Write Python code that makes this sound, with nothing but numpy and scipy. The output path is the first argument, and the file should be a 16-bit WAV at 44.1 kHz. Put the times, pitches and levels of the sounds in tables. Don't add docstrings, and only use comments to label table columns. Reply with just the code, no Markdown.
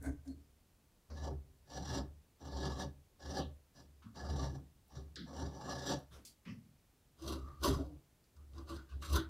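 import sys
import numpy as np
from scipy import signal
from scipy.fft import rfft, irfft, next_fast_len
from scipy.io import wavfile
from scipy.ndimage import uniform_filter1d, map_coordinates

SR = 44100
rng = np.random.default_rng(int(sys.argv[2]) if len(sys.argv) > 2 else 0)


def volts_from_db(level):
    exponent = np.asarray(level, float) / 20
    return 10 ** exponent


def unload_audio(sound):
    columns = np.transpose(np.atleast_2d(sound))
    steps = np.round(np.clip(columns, -1, 1) * 32767)
    wavfile.write(sys.argv[1], SR, steps.astype(np.int16))


N = 409688

TURNS_S = [
    1.0,
    6.7,
]


def unit(x):
    return x / np.sqrt(np.mean(x ** 2) + 1e-20)


def along(points, hz):
    point_hz, value = np.transpose(points)
    return np.interp(np.log(hz + 1), np.log(point_hz + 1), value)


def filtered(x, response):
    size = next_fast_len(N + SR // 2)
    return irfft(rfft(x, size) * response(np.fft.rfftfreq(size, 1 / SR)), size)[..., :N]


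def wobble(rate_hz):
    knots = rng.standard_normal(int(N * rate_hz / SR) + 4)
    return map_coordinates(knots, [np.arange(N) * rate_hz / SR])


def clock():
    return np.arange(0, N / SR + .002, .001)


def glide(levels):
    return np.interp(np.arange(N) / SR * 1000, np.arange(len(levels)), levels)


def setup():
    return np.searchsorted(TURNS_S, np.arange(N) / SR)


def resonate(force, setups, slope):
    f = np.fft.rfftfreq(2 ** 13, 1 / SR) + 1e-6

    def pole(centre_hz, width_hz):
        return 1 / (1 + 1j * (f * f - centre_hz * centre_hz) / (f * width_hz))

    out = np.zeros(N + SR)
    edges = [0, *(round(s * SR) for s in TURNS_S), N]
    for modes, a, b in zip(setups, edges, edges[1:]):
        response = 0
        for j, (hz, width_hz, db) in enumerate(modes):
            response = response + (-1) ** j * volts_from_db(db) * pole(hz, width_hz) * pole(hz, slope * hz)
        h = irfft(response)
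        out[a:b + len(h) - 1] += signal.oaconvolve(force[a:b], h / np.linalg.norm(h))
    return out[:N]


def hush():
    # frequency [Hz], density [dB per Hz].
    hush_spectrum = [(15, -29), (30, 0), (64, 1.5), (150, -7), (300, -12.5), (700, -19), (1500, -24.5),
                     (4000, -27), (10000, -29), (16000, -30)]
    return volts_from_db(-70.5) * unit(filtered(rng.standard_normal(N), lambda hz: volts_from_db(along(hush_spectrum, hz))))


def effort(lag_s=0, rings_db_s=2000):
    # bite [s], hardest [s], release [s per 30 dB],
    # bite level [dB], hardest level [dB].
    surges = [(0.016, 0.06, 0.1, -73, -61.5), (0.258, 0.282, 0.1, -80, -71),
              (1.152, 1.263, 0.0757, -66, -54), (1.672, 1.694, .4, -72, -65),
              (1.7, 1.774, 0.15, -60, -52.5), (1.823, 1.979, 0.05, -59.5, -45.5),
              (2.411, 2.665, .5, -65, -53), (2.756, 2.823, 0.0569, -55.5, -47.5),
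              (3.203, 3.385, 0.0769, -66, -46), (3.752, 3.8, 0.08, -68, -62), (4.159, 4.215, .25, -61, -56),
              (4.288, 4.304, 1, -58, -55), (4.358, 4.45, 0.13, -56.5, -52.5), (4.535, 4.554, .05, -67, -60),
              (4.906, 4.969, 0.13, -71, -63), (5.272, 5.405, 0.3, -68, -55.5),
              (5.5, 5.546, 0.5, -67.5, -60.5), (5.598, 5.708, 0.34, -61, -50),
              (5.807, 5.908, 0.1, -57.5, -40), (7.188, 7.299, 0.15, -71, -51), (7.4, 7.449, .5, -75, -75),
              (7.609, 7.645, 0.17, -63, -39), (8.539, 8.586, 0.15, -75, -67.5),
              (8.68, 8.701, 0.19, -63.5, -56.5), (9.025, 9.09, .3, -56, -55.5),
              (9.098, 9.16, 0.06, -54, -39.5)]
    bite_s = 0.045
    t = clock()
    ends = [row[1] for row in surges[1:]] + [N / SR + 1]
    levels = []
    for (s, top, release, bite_db, db), end in zip(surges, ends):
        knots_s = (s - bite_s, s, top, top + lag_s, top + lag_s + 3 * release)
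        surge_db = np.interp(t, knots_s, (-110, bite_db, db, db, db - 90))
        levels.append(np.where(t < end, surge_db, -110))
    fall_db = rings_db_s * t
    return glide(np.maximum.accumulate(np.max(levels, axis=0) + fall_db) - fall_db)


def depth():
    # time [s], wood over steel [dB].
    wood_over_steel = [(.07, 10), (.29, 2.5), (1.25, 2.5), (1.33, 13.5), (1.7, -0.5), (2.66, 6.5),
                       (2.83, -0.5), (3.4, 4), (3.8, -2.5), (4.3, 6.5), (4.58, 0), (5.4, 7.5), (5.9, 0),
                       (7.3, 5.5), (7.65, 2), (8.65, 6), (9.03, -5), (9.2, -5.5)]
    return np.interp(np.arange(N) / SR, *np.transpose(wood_over_steel))


def fibres(rate_hz, spread_db, smooth):
    hits = rng.random(N) < rate_hz / SR
    snaps = hits * volts_from_db(spread_db * rng.exponential(size=N)) * rng.standard_normal(N)
    return unit(unit(snaps) + smooth * rng.standard_normal(N))


def tearing(t60_s):
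    # time [s], peak [dB].
    tears = [(1.1667, -47), (1.7419, -48), (1.7654, -46), (1.95, -42), (2.4528, -48), (2.7282, -46),
             (2.7571, -44), (2.8145, -40), (1.8856, -41), (1.97, -44), (2.564, -38), (2.6, -33.5),
             (2.6514, -33), (2.7906, -40), (3.2246, -50), (3.254, -46), (3.3064, -44), (3.3503, -36),
             (3.365, -33.5), (4.1909, -48), (5.3637, -46), (4.156, -48), (4.2974, -36), (4.36, -39),
             (5.694, -35), (5.7169, -40), (5.8566, -40), (5.7902, -34), (5.819, -36), (5.874, -41),
             (5.894, -39), (7.22, -41), (7.276, -29), (7.321, -33.5), (7.632, -27), (7.6785, -36),
             (8.6941, -48), (9.127, -33.5)]
    jumps = np.zeros(N)
    for s, db in tears:
        jumps[round(s * SR)] = volts_from_db(db - 22.5)
    t = np.arange(SR // 4) / SR
    decay = volts_from_db(-60 * t / t60_s) * (1 - np.exp(-t / 0.0008))
    return np.abs(signal.oaconvolve(jumps, decay)[:N])


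def shifting(x, depth_db):
    z = signal.stft(x, nperseg=512)[2]
    field = uniform_filter1d(rng.standard_normal(z.shape), size=5, axis=0)
    field = uniform_filter1d(field, size=12, axis=1)
    return signal.istft(z * volts_from_db(depth_db * unit(field)), nperseg=512)[1][:N]


def gouge():
    # centre [Hz], width [Hz], level [dB].
    edge_modes = [
        [(3900, 700, -4), (6230, 710, -3), (7550, 860, -0.5)],
        [(1702, 46, 8.5), (2850, 130, -7), (3300, 300, -7), (3720, 260, -2), (4020, 300, -2), (4420, 300, -2),
         (4800, 280, -1), (5080, 200, -1.5), (5480, 230, -1.5), (5840, 270, 1), (6760, 150, -13),
         (7300, 260, -8)],
        [(2780, 130, -3), (3260, 200, -5), (3750, 150, -1), (4030, 130, -1), (4450, 300, -3), (4950, 100, 0),
         (6090, 670, -5.5), (7400, 110, -1), (7470, 440, -6)],
    ]
    # centre [Hz], width [Hz], level [dB].
    sizzle_modes = [
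        [(8000, 300, -8), (9500, 700, 7), (12500, 1500, -3.5), (14800, 1500, -10)],
        [(7850, 300, -1), (8650, 450, -2), (9590, 350, 0), (10760, 800, -8), (12440, 800, -7),
         (13300, 700, -12), (14700, 800, -9)],
        [(8300, 83, -1.5), (9460, 380, 1), (10280, 1200, -0.5), (12120, 320, -1.5), (13000, 400, -1.3),
         (14700, 240, -2)],
    ]
    # centre [Hz], width [Hz], level [dB].
    block_modes = [
        [(650, 260, 2.5), (1550, 103, -2.5), (2100, 190, -10.5)],
        [(541.6, 81, 3.5), (764, 126, 3), (899, 50, 2), (1122, 131, -1), (1480, 140, -28), (2310, 100, -26)],
        [(567, 47, 1), (710, 66, -23), (980, 46, -2.5), (1152, 95, 1), (1440, 133, -7), (1990, 130, -26)],
    ]
    sizzle_db, sizzle_growth = (0.5, -18.5, -7.5), 0.19
    edge_db = effort()
    block_db = effort(lag_s=0.0089, rings_db_s=453) + depth()
    clumps = volts_from_db(.8 * wobble(25) + 2.2 * wobble(90) - 5)
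    grain = fibres(rate_hz=3000, spread_db=2.0, smooth=1.3)
    tears = tearing(t60_s=0.079)
    edge_force = (volts_from_db(edge_db) * clumps + tears) * grain
    block_force = (volts_from_db(block_db) * clumps + 0.44 * tears) * grain
    bright = volts_from_db(np.take(sizzle_db, setup()) + sizzle_growth * (np.maximum(edge_db, -70) + 49))
    ringing = resonate(edge_force, edge_modes, slope=0.7)
    ringing += resonate(edge_force * bright, sizzle_modes, slope=0.24)
    ringing += resonate(block_force, block_modes, slope=0.55)
    return shifting(ringing, depth_db=2.36)


def bench():
    # time [s], rocking [dB], swell [s], fade [s per 20 dB].
    leans = [(.005, -48, .05, .04), (.09, -39, 0.05, .09), (.18, -50, .05, .12), (.3, -52.5, 0.066, 0.21),
             (1.13, -44.5, 0.038, 0.2), (1.26, -40.5, 0.12, 0.27), (1.8, -49.5, 0.095, 0.3),
             (1.9, -45, .08, 0.13), (2.0, -43.5, .05, .18), (2.46, -51, 0.05, 0.33),
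             (2.57, -41, 0.065, 0.21), (2.72, -43, .1, .2), (2.82, -47, .08, 0.23), (3.3, -44, 0.077, .1),
             (3.42, -43.5, .07, .16), (3.92, -63, 0.21, .4), (4.36, -38, .2, 0.28), (4.98, -50, .07, 0.33),
             (5.2, -59, .05, 0.5), (5.44, -43.5, 0.13, 0.16), (5.76, -53, 0.17, 0.2), (5.95, -52, .12, .12),
             (6.15, -56, 0.087, .1), (7.3, -42.5, .1, 0.17), (7.45, -44, .12, 0.19), (7.63, -42, .05, .08),
             (7.705, -27.5, 0.04, 0.14), (7.96, -51, .06, 0.06), (8.41, -54, 0.065, 0.2),
             (8.59, -48, .12, 0.2), (8.76, -45.5, 0.094, 0.1), (8.96, -43.5, 0.063, 0.2),
             (9.16, -29.5, 0.08, 0.06), (9.25, -48, .05, .1)]
    # centre [Hz], width [Hz], level [dB].
    board_modes = [
        [(179, 20, -17), (275, 21, 8), (347, 25, -23), (420, 23, 0)],
        [(188.8, 29.7, 1), (270.7, 21.5, 1.5), (307.3, 39, -3.5), (387, 17.4, -1.5), (472, 63, -12.5),
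         (562, 69, -13), (762, 300, -23.5)],
        [(199.5, 9.1, -3), (265, 16.4, -3.5), (325.1, 10.9, 3.5), (385, 14.4, -3), (445, 66, -12),
         (596, 84, -16.5), (728, 600, -21.5)],
    ]
    # centre [Hz], width [Hz], level [dB].
    leg_modes = [
        [(132, 36, 0)],
        [(137.1, 16.3, 3.5), (154.7, 60, -8)],
        [(139.7, 42, -0.5), (110, 15, -2.5)],
    ]
    shake_modes = [(30.2, 17, -6.0), (48, 12, -15.5), (69.9, 17, 7), (101, 14, -8)]
    boards_db, legs_db = (3, 0, -1), (-5, -5, -9)
    t = clock()
    levels = []
    for s, db, swell, fade in leans:
        rise = ((s - t) / swell) ** 2
        fall = ((t - s).clip(0) / fade) ** 1.29
        levels.append(db - 20 * np.where(t < s, rise, fall))
    rocking_db = glide(np.max(levels, axis=0))
    turns = np.cumsum(71.6 + 2.604 * wobble(9)) / SR
    rocking = volts_from_db(rocking_db + 2.2 + 1.0 * wobble(18)) * np.sin(2 * np.pi * turns)
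    shake = resonate(volts_from_db(rocking_db - 9) * rng.standard_normal(N), [shake_modes] * 3, slope=.8)

    push_db = effort(lag_s=0.027, rings_db_s=330) + depth() + 45
    boards = volts_from_db(np.take(boards_db, setup()) + 1.027 * push_db - 45) + volts_from_db(rocking_db - 19.5)
    legs = volts_from_db(np.take(legs_db, setup()) + 0.77 * push_db - 44.5) + volts_from_db(rocking_db - 17.5)
    shove = volts_from_db(0.98 * wobble(30)) * rng.standard_normal(N)
    rumble = resonate(legs * shove, leg_modes, slope=.6) + resonate(boards * shove, board_modes, slope=0.69)
    return rocking + shake + rumble


def spray(contacts, octaves, t60_s, rise_s, bend):
    out, t = np.zeros(N + SR), np.arange(SR // 3) / SR
    f = np.fft.rfftfreq(len(t), 1 / SR) + 1
    decay = volts_from_db(-60 * (t / t60_s) ** bend) + 1.6 * volts_from_db(-60 * t / 0.0093)
    shape = decay * (1 - np.exp(-(t / rise_s) ** 2))
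    for s, db, hz in contacts:
        band = np.exp(-.5 * (np.log2(f / hz) / octaves) ** 2)
        burst = irfft(rfft(rng.standard_normal(len(t))) * band, len(t)) * shape
        out[round(s * SR):][:len(t)] += volts_from_db(db - 9) * unit(burst) * shape.std()
    return out[:N]


def ticks():
    # time [s], peak [dB], centre [Hz].
    clicks = [
        (.0243, -52, 9300),
        (.276, -57, 5770),
        (4.88, -65, 13000),
        (5.989, -62, 11000),
        (8.24, -68, 4540),
        (8.365, -66, 5200),
        (8.534, -64, 4000),
        (8.5804, -54, 4700),
        (5.157, -42, 4600),
        (6.2495, -50, 6000),
    ]
    slaps = [
        (1.0993, -54, 745),
        (4.022, -64, 2540),
        (6.2502, -48.5, 6150),
        (6.452, -56, 2000),
        (8.889, -67, 4000),
    ]
    taps = [
        (1.1005, -59, 4960),
        (4.02, -59, 1200),
        (5.157, -45, 4000),
        (5.161, -50.5, 1600),
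        (5.165, -58, 420),
        (8.365, -68, 1180),
        (9.0225, -47, 1294),
        (9.022, -56, 2100),
    ]
    rings = [
        (.04, -59, 1550),
        (.274, -63, 4350),
        (6.2508, -57, 4600),
        (7.21, -39.5, 332),
    ]
    thuds = [(4.038, -41, 208), (4.95, -35, 138), (1.79, -33, 140), (1.89, -32, 140), (5.42, -34, 140),
             (7.74, -30.5, 138), (5.17, -36, 160), (6.458, -34.5, 199), (6.51, -40, 200), (6.5, -38.5, 126),
             (1.098, -45, 246), (1.098, -47.5, 500), (5.165, -40.5, 280), (5.21, -41, 223), (6.1, -47, 140),
             (4.41, -30.5, 137), (4.5, -38, 140), (6.17, -52, 250), (6.465, -47, 90), (7.68, -29.5, 140),
             (4.04, -45, 110)]
    brushes = [(8.88, -61, 3600), (7.77, -43, 560), (7.87, -55, 500), (.27, -48, 270), (9.125, -39, 1300),
               (7.45, -54.5, 1160), (8.74, -54, 1280), (8.54, -58, 1050), (5.38, -42, 250),
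               (4.5, -45.5, 280), (6.11, -62, 2600), (6.1, -53, 1200), (6.1, -59, 9600), (6.11, -52, 490),
               (6.45, -52, 376)]
    scrapes = [(9.125, -35.5, 3700), (6.11, -58, 5600), (6.1, -57, 3500), (6.45, -51, 2600),
               (6.452, -53, 1900), (5.88, -46, 3200), (7.64, -45, 1800), (6.46, -58, 5200),
               (8.68, -56, 3100), (3.37, -44, 3400), (6.45, -54, 1100)]
    out = spray(clicks, octaves=0.49, t60_s=0.048, rise_s=.001, bend=1.01)
    out += spray(slaps, octaves=0.88, t60_s=0.17, rise_s=0.0017, bend=1.4)
    out += spray(taps, octaves=0.28, t60_s=0.24, rise_s=0.0017, bend=1.5)
    out += spray(rings, octaves=0.049, t60_s=0.2, rise_s=0.011, bend=1.4)
    out += spray(thuds, octaves=0.23, t60_s=0.22, rise_s=.016, bend=1.2)
    out += spray(brushes, octaves=.45, t60_s=.28, rise_s=0.028, bend=1.4)
    out += spray(scrapes, octaves=.22, t60_s=.18, rise_s=.025, bend=1.9)
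    return out


def hums():
    # middle [s], peak [dB], pitch [Hz], half length [s].
    sung_modes = [(.07, -42, 270, .042), (.14, -48, 285, .025), (.305, -42.5, 272, .03),
                  (.09, -56, 680, .03), (.11, -57, 400, .04), (.39, -60, 280, .03), (2.63, -44, 387, .06),
                  (2.67, -44, 140, .03), (2.83, -48, 550, .025), (2.81, -49, 750, .025),
                  (2.71, -50, 900, .02), (5.62, -50, 850, .04), (5.7, -48, 1150, .03),
                  (5.7, -47, 800, .015), (5.79, -45, 135, .06), (5.93, -43, 565, .045),
                  (5.92, -40, 310, .03), (5.94, -43, 140, .04), (7.66, -35, 335, .03),
                  (7.71, -35, 270, .03), (7.72, -37, 400, .03), (7.67, -43, 1100, .03),
                  (7.67, -41, 980, .025), (7.68, -46, 600, .025), (7.81, -38, 275, .025),
                  (7.81, -43, 390, .02), (7.81, -54, 640, .03), (7.9, -52, 300, .05), (3.38, -46, 800, .04),
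                  (8.6, -61, 1100, .035), (8.6, -54, 330, .035), (8.72, -53, 1100, .03),
                  (8.77, -59, 1480, .06), (8.73, -48, 330, .04), (8.82, -53, 320, .03),
                  (8.93, -67, 1550, .04), (8.92, -63, 1150, .03), (8.915, -69, 2770, .025),
                  (9.045, -52, 1170, .02), (9.11, -51, 1180, .025), (9.175, -41, 1430, .025),
                  (9.16, -43, 1010, .025), (9.165, -42, 400, .025), (9.21, -45, 370, .02),
                  (9.24, -56, 1450, .03), (4.45, -42, 138, .06), (4.57, -47, 135, .05),
                  (4.42, -47, 275, .025), (4.55, -51, 270, .05), (7.5, -56, 1200, .09)]
    width, steady_hz = .17, 620
    out = np.zeros(N + SR)
    chance = rng.standard_normal((len(sung_modes), 2, 100))
    for (s, db, hz, half_s), (a, b) in zip(sung_modes, chance):
        t = np.arange(-2 * half_s, 2 * half_s, 1 / SR)
        knots = [(t - t[0]) * hz * width]
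        steady = steady_hz / hz
        rough = map_coordinates(a, knots) + 1j * map_coordinates(b, knots)
        feed = (steady + rough) / np.sqrt(steady ** 2 + 2)
        swell = volts_from_db(db) * np.exp(-np.abs(t / half_s) ** 2.6)
        start = max(round((s + t[0]) * SR), 0)
        out[start:start + len(t)] += swell * np.imag(feed * np.exp(2j * np.pi * hz * t))
    return out[:N]


def room(x):
    # frequency [Hz], t60 [s].
    room_t60 = [(200, 0.59), (700, 0.25), (2000, 0.25), (6000, 0.16), (14000, 0.16)]
    hz, t, z = signal.stft(rng.standard_normal(SR // 2), SR, nperseg=256)
    decay = volts_from_db(-60 * t / along(room_t60, hz)[:, None])
    tail = signal.istft(z * decay, SR, nperseg=256)[1]
    return signal.oaconvolve(np.pad(x, (200, 0)), tail / np.linalg.norm(tail))[:N]


def scene():
    tool = gouge() + ticks()
    mono = volts_from_db(3.0) * tool + volts_from_db(-6) * room(tool) + bench() + hush() + hums()
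    return np.array([mono, mono])


def low_pass(x):
    return signal.sosfilt(signal.butter(12, 15780, fs=SR, output="sos"), x)


def record(dry):
    # frequency [Hz], density [dB per Hz].
    difference_spectrum = [(30, 6), (200, 1.5), (1000, -13), (3000, -9.5), (6000, -2.5), (9000, -2.5),
                           (12600, -1.5), (12800, -28)]
    top_hz = 15780
    noise = unit(filtered(rng.standard_normal(N), lambda hz: volts_from_db(along(difference_spectrum, hz))))
    bass = filtered(dry[0], lambda hz: 1 / (1 + (hz / 250) ** 2))
    difference = volts_from_db(-94) * noise + volts_from_db(-38.0) * wobble(20) * bass
    mix = filtered(dry + np.array([difference, -difference]), lambda hz: hz < top_hz)
    return low_pass(mix)


dry = scene()
out = record(dry)
unload_audio(out)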